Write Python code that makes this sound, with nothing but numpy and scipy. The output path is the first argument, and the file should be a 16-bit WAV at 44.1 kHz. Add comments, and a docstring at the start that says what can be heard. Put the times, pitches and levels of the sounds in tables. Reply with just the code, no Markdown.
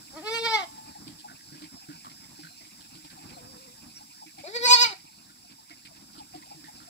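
"""A dirt yard beside dense greenery, where goat kids wander. Two bleat in turn, close by: high, quavering
calls, nasal, then open, then hoarse, made of pitch harmonics and breath noise shaped by throat resonances.
Hoof steps are noise bursts (thud, scrape, grit); clucks, chirrs and far calls are gliding sine tones.
Filtered noise makes a faint insect hiss and buzz, a low rumble and a patchy background of narrow bands."""
import sys
import numpy as np
from scipy import signal
from scipy.fft import rfft, irfft, next_fast_len
from scipy.io import wavfile
from scipy.ndimage import uniform_filter1d

SR = 44100
rng = np.random.default_rng(int(sys.argv[2]) if len(sys.argv) > 2 else 0)


def generate_wav(sig):
    """Save sig (samples, or channels by samples) to the path in sys.argv[1] as 16-bit PCM at SR."""
    pcm = np.round(np.clip(np.atleast_2d(sig).T, -1, 1) * 32767).astype(np.int16)
    wavfile.write(sys.argv[1], SR, pcm)


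N = 304102
TIME = np.arange(N) / SR
PADDED = next_fast_len(N + 2000, True)
FREQS = np.maximum(np.arange(PADDED // 2 + 1) * SR / PADDED, 1)
CUTOFF_HZ = 15600

# background level before each layer's trim: segments of rows [t/s, rumble level/dB, hiss level/dB]
YARD_AIR = [
    [(0.72, -60.5, -54), (1.1, -60.5, -56), (2.9, -65.5, -55.5), (3.33, -57.5, -55), (4.25, -65, -56)],
    [(5.05, -65, -58), (5.412, -66, -58.5), (5.562, -67, -59), (6.736, -59.5, -55.5), (6.89, -62.5, -56)],
]
# the yard at the two microphone ports: [f/Hz, left-right level/dB, likeness 0-1]
YARD_PATH = [(100, 5.5, 0.91), (344, -3.5, 1), (710, 4.5, 0), (1500, -5, 0), (2220, -11.5, 0.4),
             (3100, -1, 0), (5500, -5, 0.3), (6940, -2, 0), (9000, 1.5, 0.68), (15000, 0.5, 0)]
PORT_LAG_RAD = 2 * np.pi * FREQS * 0.0004794   # a path difference of 0.4794 ms


def from_db(db):
    """Logarithmic level: decibels to amplitude gain."""
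    return 10 ** (np.asarray(db) / 20)


def rms_one(x):
    """Normalisation: scale to unit mean power."""
    return x / np.sqrt(np.mean(x ** 2) + 1e-20)


def in_time(rows, t):
    """Linear interpolation: each column of a curve at times t."""
    s, *columns = np.transpose(rows)
    return [np.interp(t, s, c) for c in columns]


def at_hz(rows, hz):
    """Interpolation on a log frequency axis: each column of a spectrum at the given frequencies."""
    f, *columns = np.transpose(rows)
    return [np.interp(np.log(hz), np.log(f), c) for c in columns]


def wander(rate_hz, size):
    """Low-passed noise: a smooth random modulation with unit rms."""
    sos = signal.butter(2, rate_hz, fs=SR / 10, output="sos")
    slow = signal.sosfilt(sos, rng.standard_normal(size // 10 + 2002))[2000:]   # skip the filter's start
    return np.interp(np.arange(size) / 10, np.arange(len(slow)), rms_one(slow))


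def at_ports(spectrum, balance_db, lead_rad, apart=0):
    """Interaural-style cues: a spectrum to stereo by level and phase differences, total power kept."""
    ratio = from_db(balance_db)
    left = (spectrum + apart) * ratio
    right = (spectrum - apart) * np.exp(-1j * lead_rad)
    return irfft(np.array([left, right]) * np.sqrt(2 / (1 + ratio ** 2)), PADDED)[:, :N]


def from_yard(x):
    """Time difference of arrival: a small yard sound reaches the left port first."""
    return at_ports(rfft(x, PADDED), at_hz(YARD_PATH, FREQS)[0], PORT_LAG_RAD)


def yard_noise(spectrum):
    """Partial coherence: coloured stereo noise whose likeness at the ports depends on frequency; rms 1."""
    balance_db, alike = at_hz(YARD_PATH, FREQS)
    alike = np.clip(alike, 0, 1)
    common, apart = rfft(rng.standard_normal((2, PADDED))) * from_db(at_hz(spectrum, FREQS)[0])
    common, apart = common * np.sqrt(1 + alike), apart * np.sqrt(1 - alike)
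    return rms_one(at_ports(common, balance_db, PORT_LAG_RAD, apart))


def first_kid():
    """Source and filter: the first kid's fold pushes and throat resonances."""
    # the arch beneath the throbs: [t/s, f/Hz, relative level/dB, mouth opening 0-1]
    arch = [(.135, 264.3, -50, 0.6), (.212, 299.5, -45, 0.22), (.238, 415, -43, 0.52),
            (.315, 445, -30.5, .29), (.378, 444.5, -30, 0.54), (.41, 457.7, -32, 0.03),
            (.475, 447, -25, 0.68), (.51, 447, -26.5, 0.63), (.565, 423.3, -26.5, 0.72),
            (.642, 336.8, -35, 0.68)]
    # throbs of the quaver: [t/s, rise/s, fall/s, level lift/dB, pitch lift/Hz]
    throbs = [(0.176, 0.023, 0.021, 9.5, 38.7), (0.278, 0.025, 0.017, 7.5, 5.2),
              (.362, 0.04, 0.021, 3.5, 17.8), (0.46, 0.01314, 0.0092, 4, 19),
              (0.556, 0.027, 0.0113, 10, 8.1)]
    # throat and mouth response: [f/Hz, closed level/dB, half open level/dB, wide open level/dB]
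    throat = [(450, 7.5, -4, -25.5), (873, -7.5, -3.5, 13.5), (1390, -22, -3, -15.5), (1660, -19, -8, -25),
              (2210, -11, -2.5, 3.5), (2390, -13, -2.5, -42), (3150, -16, -6, -21), (3640, 11.5, -11, -6),
              (4220, -9, -0.5, -23.5), (4900, -13, -2, -25), (6200, -24, -23.5, -25.5),
              (8200, -23, -21, -40), (9800, -30, -31, -61), (13950, -42, -28.5, -38)]
    # path to the two ports: [f/Hz, left-right level/dB, left lead/rad]
    ports = [(450, 1.8, -0.52), (900, 4.5, 0.34), (1350, -8.3, 6.76), (1800, 0.7, 5.3), (2250, -8.7, 7.27),
             (2700, -5.2, 9.93), (3600, -4.5, 10.96), (4050, -4.2, 11.44), (4500, 2.9, 11.12),
             (4950, -6.5, 17.66), (5400, -5.4, 17.18), (7650, -2.2, 23.2), (12600, -5.8, 40.83)]
    return bleat(arch, throbs, throat, ports, gain_db=-1.5, tilt_db=-1.0, full_db=-31.5, dulling=0.3,
                 start_dull_db=5, throb_bright=0.04, jitter=0.026, rasp=0.39, rasp_hz=87,
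                 breath_db=-30, uneven_db=4.5, jaw_hz=660, jaw_lift=0.92)


def second_kid():
    """Source and filter: the second kid has its own fold pushes and throat resonances."""
    # the arch beneath the throbs: [t/s, f/Hz, relative level/dB, mouth opening 0-1]
    arch = [(4.441, 280, -40.5, 0.67), (4.487, 379, -39, .02), (4.52, 438.6, -47.5, 0.17),
            (4.605, 460, -39.5, 0.057), (4.655, 486.6, -23.5, .23), (4.682, 477.6, -21, 1),
            (4.715, 482.6, -15, 0.9), (4.77, 472.8, -23, 0.6), (4.85, 462.3, -22.5, .55),
            (4.89, 433, -38.5, 0.6), (4.932, 368.3, -37.5, 0.18)]
    # throbs of the quaver: [t/s, rise/s, fall/s, level lift/dB, pitch lift/Hz]
    throbs = [(4.564, 0.024, 0.017, 17.6, 37), (4.661, 0.048, 0.012, 4.6, 13.8),
              (4.744, 0.0364, 0.0079, 7.5, 18.6), (4.827, 0.026, 0.015, 8.9, 29)]
    # throat and mouth response: [f/Hz, closed level/dB, half open level/dB, wide open level/dB]
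    throat = [(467, 11, -17.5, -21), (1040, -10, -2, 5), (1460, -8.5, -4.5, -22.5), (2000, 5, -9, -17),
              (2325, -6.5, -5.5, -0.5), (2880, -26, -8, -18.5), (3500, -12, -18.5, -26.5),
              (3800, -4.5, -2.5, -12.5), (4950, -1, 1, -0.5), (5660, -20, -25.5, -26.5),
              (5810, -21.5, -16, -8), (8580, -25.5, -19.5, -24.5), (9600, -31, -32, -38),
              (14550, -29.5, -34, -35.5)]
    # path to the two ports: [f/Hz, left-right level/dB, left lead/rad]
    ports = [(487, 6.2, 0.48), (974, 2.1, 1.2), (1461, -6.2, 2.59), (1948, -6.5, 3.52), (2435, -4.1, 5.94),
             (2922, 5.6, 9.65), (3896, 2.4, 13.56), (4383, 1.2, 14.85), (4870, -6.1, 16.67),
             (5357, -2.6, 17.6), (5844, -3.0, 19.03), (8279, 3.9, 25.27), (13636, -2.1, 44.67)]
    return bleat(arch, throbs, throat, ports, gain_db=-0.06, tilt_db=0.1, full_db=-34, dulling=0.12,
                 start_dull_db=0.5, throb_bright=0.044, jitter=0.022, rasp=0.76, rasp_hz=100,
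                 breath_db=-29, uneven_db=4.0, jaw_hz=655, jaw_lift=10.0)


def bleat(arch, throbs, throat, ports, gain_db, tilt_db, full_db, dulling, start_dull_db, throb_bright,
          jitter, rasp, rasp_hz, breath_db, uneven_db, jaw_hz, jaw_lift):
    """Source-filter voice: folds pushed in throbs give harmonics and breath through an opening throat."""
    attack_s, release_s, edge_db = .012, .025, 31   # the voice swells and dies by edge_db in these times
    start, end = arch[0][0], arch[-1][0]
    span = (TIME >= start - attack_s) & (TIME <= end + release_s)
    t = TIME[span]
    pitch, level_db, mouth = in_time(arch, t)
    mouth = np.clip(mouth, 0, 1)
    outside = np.maximum(start - t, 0) / attack_s + np.maximum(t - end, 0) / release_s
    level_db = level_db - edge_db * outside
    rough = roughness(t, throbs)

    push_db = 0
    for s, rise, fall, lift_db, lift_hz in throbs:   # each push makes the voice louder, higher and brighter
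        push = np.exp(-((t - s) / np.where(t < s, rise, fall)) ** 2)
        push_db = push_db + lift_db * push
        pitch = pitch + lift_hz * push
    level_db = level_db + push_db
    weak_db = np.maximum(full_db - level_db, 0)
    pitch = uniform_filter1d(pitch, size=200) * (1 + jitter * rough * wander(110, len(t)))
    phase = 2 * np.pi * np.cumsum(pitch) / SR

    # spectral slope in dB per octave: weak effort is dull, and so is the opening grunt
    slope_db = tilt_db + throb_bright * push_db - dulling * weak_db
    slope_db = slope_db - start_dull_db * np.exp(-((t - t[0]) / .1) ** 2)

    voice, power = 0, 0
    for k in range(1, 41):
        hz = k * pitch
        closed_db, half_db, open_db = at_hz(throat, hz)
        extreme_db = np.where(mouth < .5, closed_db, open_db)
        colour_db = half_db + np.abs(2 * mouth - 1) * (extreme_db - half_db)
        colour_db += slope_db * np.log2(np.clip(hz, 700, 7000) / 1000)
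        # a slack jaw lowers the first resonance: weak, open sound gains near jaw_hz
        colour_db += jaw_lift * np.minimum(weak_db, 10) * mouth * np.exp(-((hz - jaw_hz) / 170) ** 2)
        colour_db += uneven_db * min(k / 6, 1) * wander(13.8, len(t))
        gain = from_db(colour_db) * (hz < CUTOFF_HZ)
        scatter = rasp * rough * (hz / 2000) ** 0.95   # upper harmonics blur first
        flutter = (wander(rasp_hz, len(t)) + 1j * wander(rasp_hz, len(t))) * scatter
        ringing = np.exp(-1j * 2.2 * np.sqrt(hz / 100))   # the throat smears each pulse, lows last
        harmonic = np.real((1 + flutter) * ringing * np.exp(1j * k * phase))
        voice = voice + gain * harmonic / np.sqrt(1 + 2 * scatter ** 2)
        power = power + gain ** 2 / 2

    swell = from_db(level_db + gain_db)
    folds, air = np.zeros((2, N))
    folds[span] = swell * voice / np.sqrt(power)
    puffs = 1 + np.cos(phase)   # one puff of air per cycle
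    air[span] = swell * np.sqrt(rough) * puffs * rng.standard_normal(len(t))
    air_colour = rms_one(from_db(at_hz(throat, FREQS)[1]) * FREQS / (FREQS + 2500))
    growl = from_db(20) * np.exp(-((FREQS - 280) / 130) ** 2)   # rough folds also flutter below the pitch
    breath = from_db(breath_db) * rfft(air, PADDED) * (air_colour + growl)
    return at_ports(rfft(folds, PADDED) + breath, *at_hz(ports, FREQS))


def roughness(t, throbs):
    """Irregular fold vibration, 0-1: unsteady at the start, rattling after each push, hoarse at the end."""
    clear, onset, onset_s = 0.019, 0.55, .1   # the folds take a while to settle
    rattle, rattle_lag = .25, 1.55   # they rattle this many fall times after a push's peak
    hoarse, hoarse_s = 0.69, 0.049   # and turn hoarse after the last push
    rough = clear + onset * np.exp(-(t - t[0]) / onset_s)
    for s, _, fall, _, _ in throbs:
        rough = rough + rattle * np.exp(-((t - s) / fall - rattle_lag) ** 2)
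    since_last = np.maximum(t - throbs[-1][0], 0)
    return np.clip(rough + hoarse * (1 - np.exp(-since_last / hoarse_s)), 0, 1)


def hollow(x):
    """Sympathetic resonance: something hollow in the yard sings on after the voice has swept through."""
    # its modes: [f/Hz, decay time to -60 dB/s, level/dB]
    modes = [(856, .8, -13), (1000, .6, -37.5)]
    out = 0
    for hz, t60, level_db in modes:
        r = 10 ** (-3 / (t60 * SR))   # pole radius
        zeros = [(1 - r * r) / 2, 0, (r * r - 1) / 2]
        poles = [1, -2 * r * np.cos(2 * np.pi * hz / SR), r * r]
        out = out + from_db(level_db) * signal.lfilter(zeros, poles, x)
    return out


def yard_echo(x, wet_db, t60, gap_s):
    """Diffuse scattering: walls, ground and leaves return a short, thin, exponentially decaying tail."""
    t = TIME[:SR // 2]
    tail = rng.standard_normal((2, len(t))) * from_db(-60 * t / t60) * (t > gap_s)
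    tail = signal.sosfilt(signal.butter(1, [500, 7000], "band", fs=SR, output="sos"), tail)
    tail = tail / np.sqrt(np.sum(tail ** 2) / 2)
    return from_db(wet_db) * signal.fftconvolve(x, tail, axes=1)[:, :N]


def hooves(thud_db, scrape_db, grit_db, attack_s, grain_db, width):
    """Impact and friction noise: each step is a dull thud, a grainy pitched scrape and a spray of grit."""
    # thud spectrum: [f/Hz, relative level/dB]
    thud_spectrum = [(30, -38), (80, -35), (160, 7), (230, -18), (310, 12.5), (400, -27), (600, -17.5),
                     (1500, -39.5)]
    # grit spectrum: [f/Hz, relative level/dB]
    grit_spectrum = [(1500, -49), (3000, 1), (3900, 1), (4800, 8.5), (5600, -8), (6500, -34), (8000, -1.5),
                     (15000, -31)]
    thud, grit, scrape = np.zeros((3, N))
    for s, spray_db, weight_db, rub_db, hz in footfalls():
        length = 0.046 * 2 ** ((weight_db + 48) / 15.5)   # seconds; heavier steps last longer
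        at = slice(int(s * SR), int(s * SR) + SR // 3)
        age = np.maximum(TIME[at] - s, 0)
        press = (1 - np.exp(-age / attack_s)) * np.exp(-(age / length) ** 2.17)
        grains = press * rms_one(from_db(grain_db * wander(176, len(age))))
        band = signal.butter(1, [hz / (1 + width), hz * (1 + width)], "band", fs=SR, output="sos")
        rub = signal.sosfilt(band, grains * rng.standard_normal(len(age)))
        scrape[at] += from_db(rub_db) * rub * np.sqrt(SR / (2 * np.pi * width * hz))   # offsets band loss
        thud[at] += from_db(weight_db) * press
        grit[at] += from_db(spray_db) * grains
    thuds = from_db(thud_db) * thud * yard_noise(thud_spectrum)
    scrapes = from_db(scrape_db) * from_yard(scrape)
    return thuds + scrapes + from_db(grit_db) * grit * yard_noise(grit_spectrum)


def footfalls():
    """Random event process: light shuffles at chance times join the clear steps, in rows like theirs."""
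    # the clear steps, levels before trim: [t/s, grit level/dB, thud level/dB, scrape level/dB, scrape f/Hz]
    steps = [(1.0675, -40, -44, -60, 2360), (1.1854, -41, -56, -71, 2480), (1.2794, -62, -50, -48, 1500),
             (1.5194, -51, -43.5, -54, 1610), (1.6157, -44.5, -46.5, -54.5, 2270),
             (1.8844, -51, -40, -52, 1540), (2.0448, -46.5, -48, -46, 1100),
             (2.3884, -47, -49.5, -58, 2420), (2.4304, -47, -48.5, -48, 1530),
             (2.804, -40.5, -61.5, -56, 1610), (2.9472, -46, -46, -62, 2310),
             (3.0994, -40.5, -59, -52.5, 1580), (3.1864, -48, -53.5, -56.5, 2350),
             (3.2894, -45, -50.5, -58, 2370), (4.2584, -56, -50.5, -52.5, 2360),
             (4.3804, -44, -48, -52, 2300), (5.7044, -62, -56, -49, 2160),
             (5.8496, -40.5, -58.5, -48.5, 2380), (6.1789, -40.5, -57.5, -65, 2420),
             (6.3494, -45, -47, -61, 2240), (6.546, -53, -46, -79, 2270), (6.6394, -45, -55, -49, 1830),
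             (6.7994, -59, -56, -50, 1300)]
    per_s, spread_db = 6, 0.5
    grit_db, thud_db, scrape_db = -49, -59.5, -58
    low_hz, high_hz = 780, 2473   # range of the scrape
    rows = list(steps)
    for when, force, pitch in rng.random((int(per_s * N / SR), 3)):
        db = spread_db * (2 * force - 1)
        hz = low_hz * (high_hz / low_hz) ** pitch
        rows.append((when * TIME[-SR // 20], grit_db + db, thud_db + db, scrape_db + db, hz))
    return rows


def clucks(gain_db, length_s, fall, hoarse):
    """Frequency-modulated tone bursts: brief hoarse notes that sag in pitch."""
    # soft distant clucks: [t/s, peak level before gain/dB, f/Hz]
    clear_clucks = [(0.784, -47.5, 860), (0.958, -47.5, 852), (1.25, -44.5, 870), (3.182, -54.5, 770),
                    (3.374, -49.5, 697), (4.012, -53.5, 840), (4.225, -48, 872), (4.385, -50, 778),
                    (6.205, -46, 854), (6.346, -46, 775), (6.514, -46.5, 835), (6.686, -49, 845)]
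    out = np.zeros(N)
    for s, level_db, hz in list(clear_clucks) + faint_clucks():
        near = np.abs(TIME - s) < .08
        age = TIME[near] - s
        pitch = hz * (1 - fall * age + hoarse * wander(126, len(age)))
        swell = np.exp(-(age / np.where(age < 0, .007, length_s)) ** 2)
        out[near] += from_db(level_db + gain_db) * swell * np.sin(2 * np.pi * np.cumsum(pitch) / SR)
    return from_yard(out)


def faint_clucks():
    """Random event process: fainter clucks at chance times, in rows like those of the clear ones."""
    per_s, mean_db, spread_db = 5.5, -59.5, 4.5   # levels before the gain
    low_hz, high_hz = 650, 993
    return [(when * TIME[-1], mean_db + spread_db * (2 * force - 1), low_hz + (high_hz - low_hz) * pitch)
            for when, force, pitch in rng.random((int(per_s * N / SR), 3))]


def chirrs(warble, warble_hz):
    """Random frequency modulation: thin high notes in the greenery warble unevenly, swell and fade."""
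    # faint chirrs: [middle t/s, half length/s, f/Hz, level/dB]
    chirr_rows = [(1.775, 0.08, 5200, -49), (2.195, .09, 5230, -51), (2.492, 0.11, 4150, -56),
                  (3.352, 0.021, 4170, -52), (3.97, 0.015, 5660, -42)]
    bend = np.cumsum(1 + warble * wander(warble_hz, N)) / SR
    out = np.zeros(N)
    for s, half_length, hz, level_db in chirr_rows:
        swell = np.exp(-np.minimum(((TIME - s) / half_length) ** 2, 20))
        out += from_db(level_db) * swell * np.sin(2 * np.pi * hz * bend)
    return from_yard(out)


def far_calls(rough, flicker_db):
    """Loss of overtones with distance: held quavering notes keep only their lowest two harmonics."""
    # far calls: [t/s, length/s, f/Hz, level/dB, quaver as a share of f, second harmonic level/dB]
    calls = [(.58, .39, 872.5, -49.5, .003, -18), (3.255, .53, 513, -55.5, .04, -3)]
    quaver_hz, throb_db = 7.2, 1.2   # they swell with each quaver
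    out = np.zeros(N)
    for s, length, hz, level_db, quaver, overtone_db in calls:
        span = (TIME > s) & (TIME < s + length)
        throb = np.sin(2 * np.pi * quaver_hz * (TIME[span] - s))
        pitch = hz * (1 + quaver * (rough * wander(130, N)[span] - throb))
        phase = 2 * np.pi * np.cumsum(pitch) / SR
        swell = from_db(level_db + throb_db * throb + flicker_db * wander(30, N)[span])
        swell = swell * signal.windows.tukey(span.sum(), .4)
        out[span] += swell * (np.sin(phase) + from_db(overtone_db) * np.sin(2 * phase))
    return from_yard(out)


def buzz():
    """Amplitude-modulated narrow-band noise: insect buzz swells and sinks."""
    centre_hz, width_hz = 5050, 730
    trim_db, swing_db, swell_hz = -4, 6, 6   # trim relative to the hiss curve
    edges = [centre_hz - width_hz / 2, centre_hz + width_hz / 2]
    band = signal.butter(2, edges, "band", fs=SR, output="sos")
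    hiss_curve_db = in_time(np.concatenate(YARD_AIR), TIME)[1]
    swell = from_db(hiss_curve_db + trim_db + swing_db * np.tanh(wander(swell_hz, N)))
    return from_yard(swell * rms_one(signal.sosfilt(band, rng.standard_normal(N))))


def background(rumble_db, hiss_db, patch_db, lumpy_db):
    """Superposed noise bands: an uneven low rumble, a slowly varying high hiss and faint patchy noise."""
    # rumble spectrum: [f/Hz, relative level/dB]
    rumble_spectrum = [(20, -21), (35, -14.5), (50, -5.5), (90, -3), (160, 1), (300, 2.5), (420, -18),
                       (800, -10), (1600, -17), (3000, -33), (6000, -59)]
    # hiss spectrum: [f/Hz, relative level/dB]
    hiss_spectrum = [(1500, -55), (2400, -5), (3100, -12), (3800, -2), (4300, -7.5), (5100, 5.5),
                     (5700, -1), (6500, -8.5), (7550, 6), (8400, -7), (9300, -5), (10400, -4),
                     (11800, -8.5), (15500, -10.5)]
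    low_db, high_db = in_time(np.concatenate(YARD_AIR), TIME)
    rumble = from_db(low_db + rumble_db + lumpy_db * wander(8.0, N)) * yard_noise(rumble_spectrum)
    hiss = from_db(hiss_db) * yard_noise(hiss_spectrum)
    patches = from_db(patch_db) * patchy_noise(swing_db=11.5)
    return rumble + from_db(high_db) * (hiss + patches)


def patchy_noise(swing_db):
    """Independent band modulation: narrow bands of faint noise swell and sink independently."""
    # mean spectrum of the patches: [f/Hz, relative level/dB]
    patch_spectrum = [(600, -25), (900, 10), (1200, -2.5), (1600, 4), (2000, -6.5), (2350, 14), (3000, -16),
                      (4000, -1), (5100, 6), (6000, -24)]
    edges = np.geomspace(600, 6000, num=13)
    white = rng.standard_normal((2, N))
    out = 0
    for k, (low, high) in enumerate(zip(edges, edges[1:])):
        sos = signal.butter(2, [low, high], "band", fs=SR, output="sos")
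        band = signal.sosfilt(sos, white[k % 2])
        colour_db = at_hz(patch_spectrum, np.sqrt(low * high))[0]
        out = out + band * from_db(colour_db + swing_db * np.tanh(wander(11.7, N)))
    return from_yard(rms_one(out))


def scene():
    """Superposition: two bleats and their echoes over the small sounds of the yard."""
    kids = first_kid() + second_kid()
    echoes = hollow(kids) + yard_echo(kids, wet_db=-12, t60=0.22, gap_s=0.0032)
    steps = hooves(thud_db=-2, scrape_db=-0.5, grit_db=-9, attack_s=0.0017, grain_db=3.5, width=0.058)
    small_calls = clucks(gain_db=7, length_s=0.02, fall=2.69, hoarse=0.055)
    small_calls = small_calls + chirrs(warble=0.0253, warble_hz=254)
    far = far_calls(rough=1.06, flicker_db=1.5)
    air = background(rumble_db=3.0, hiss_db=3.0, patch_db=-4.0, lumpy_db=4.0)
    return kids + echoes + steps + small_calls + far + buzz() + air


def record(dry):
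    """Soft saturation and band limiting: the highest peaks are rounded and the top is cut steeply."""
    ceiling = .93   # share of full scale
    rounded = dry / (1 + (dry / ceiling) ** 6) ** (1 / 6)
    return signal.sosfilt(signal.ellip(10, .1, 80, CUTOFF_HZ, fs=SR, output="sos"), rounded)


dry = scene()
out = record(dry)
generate_wav(out)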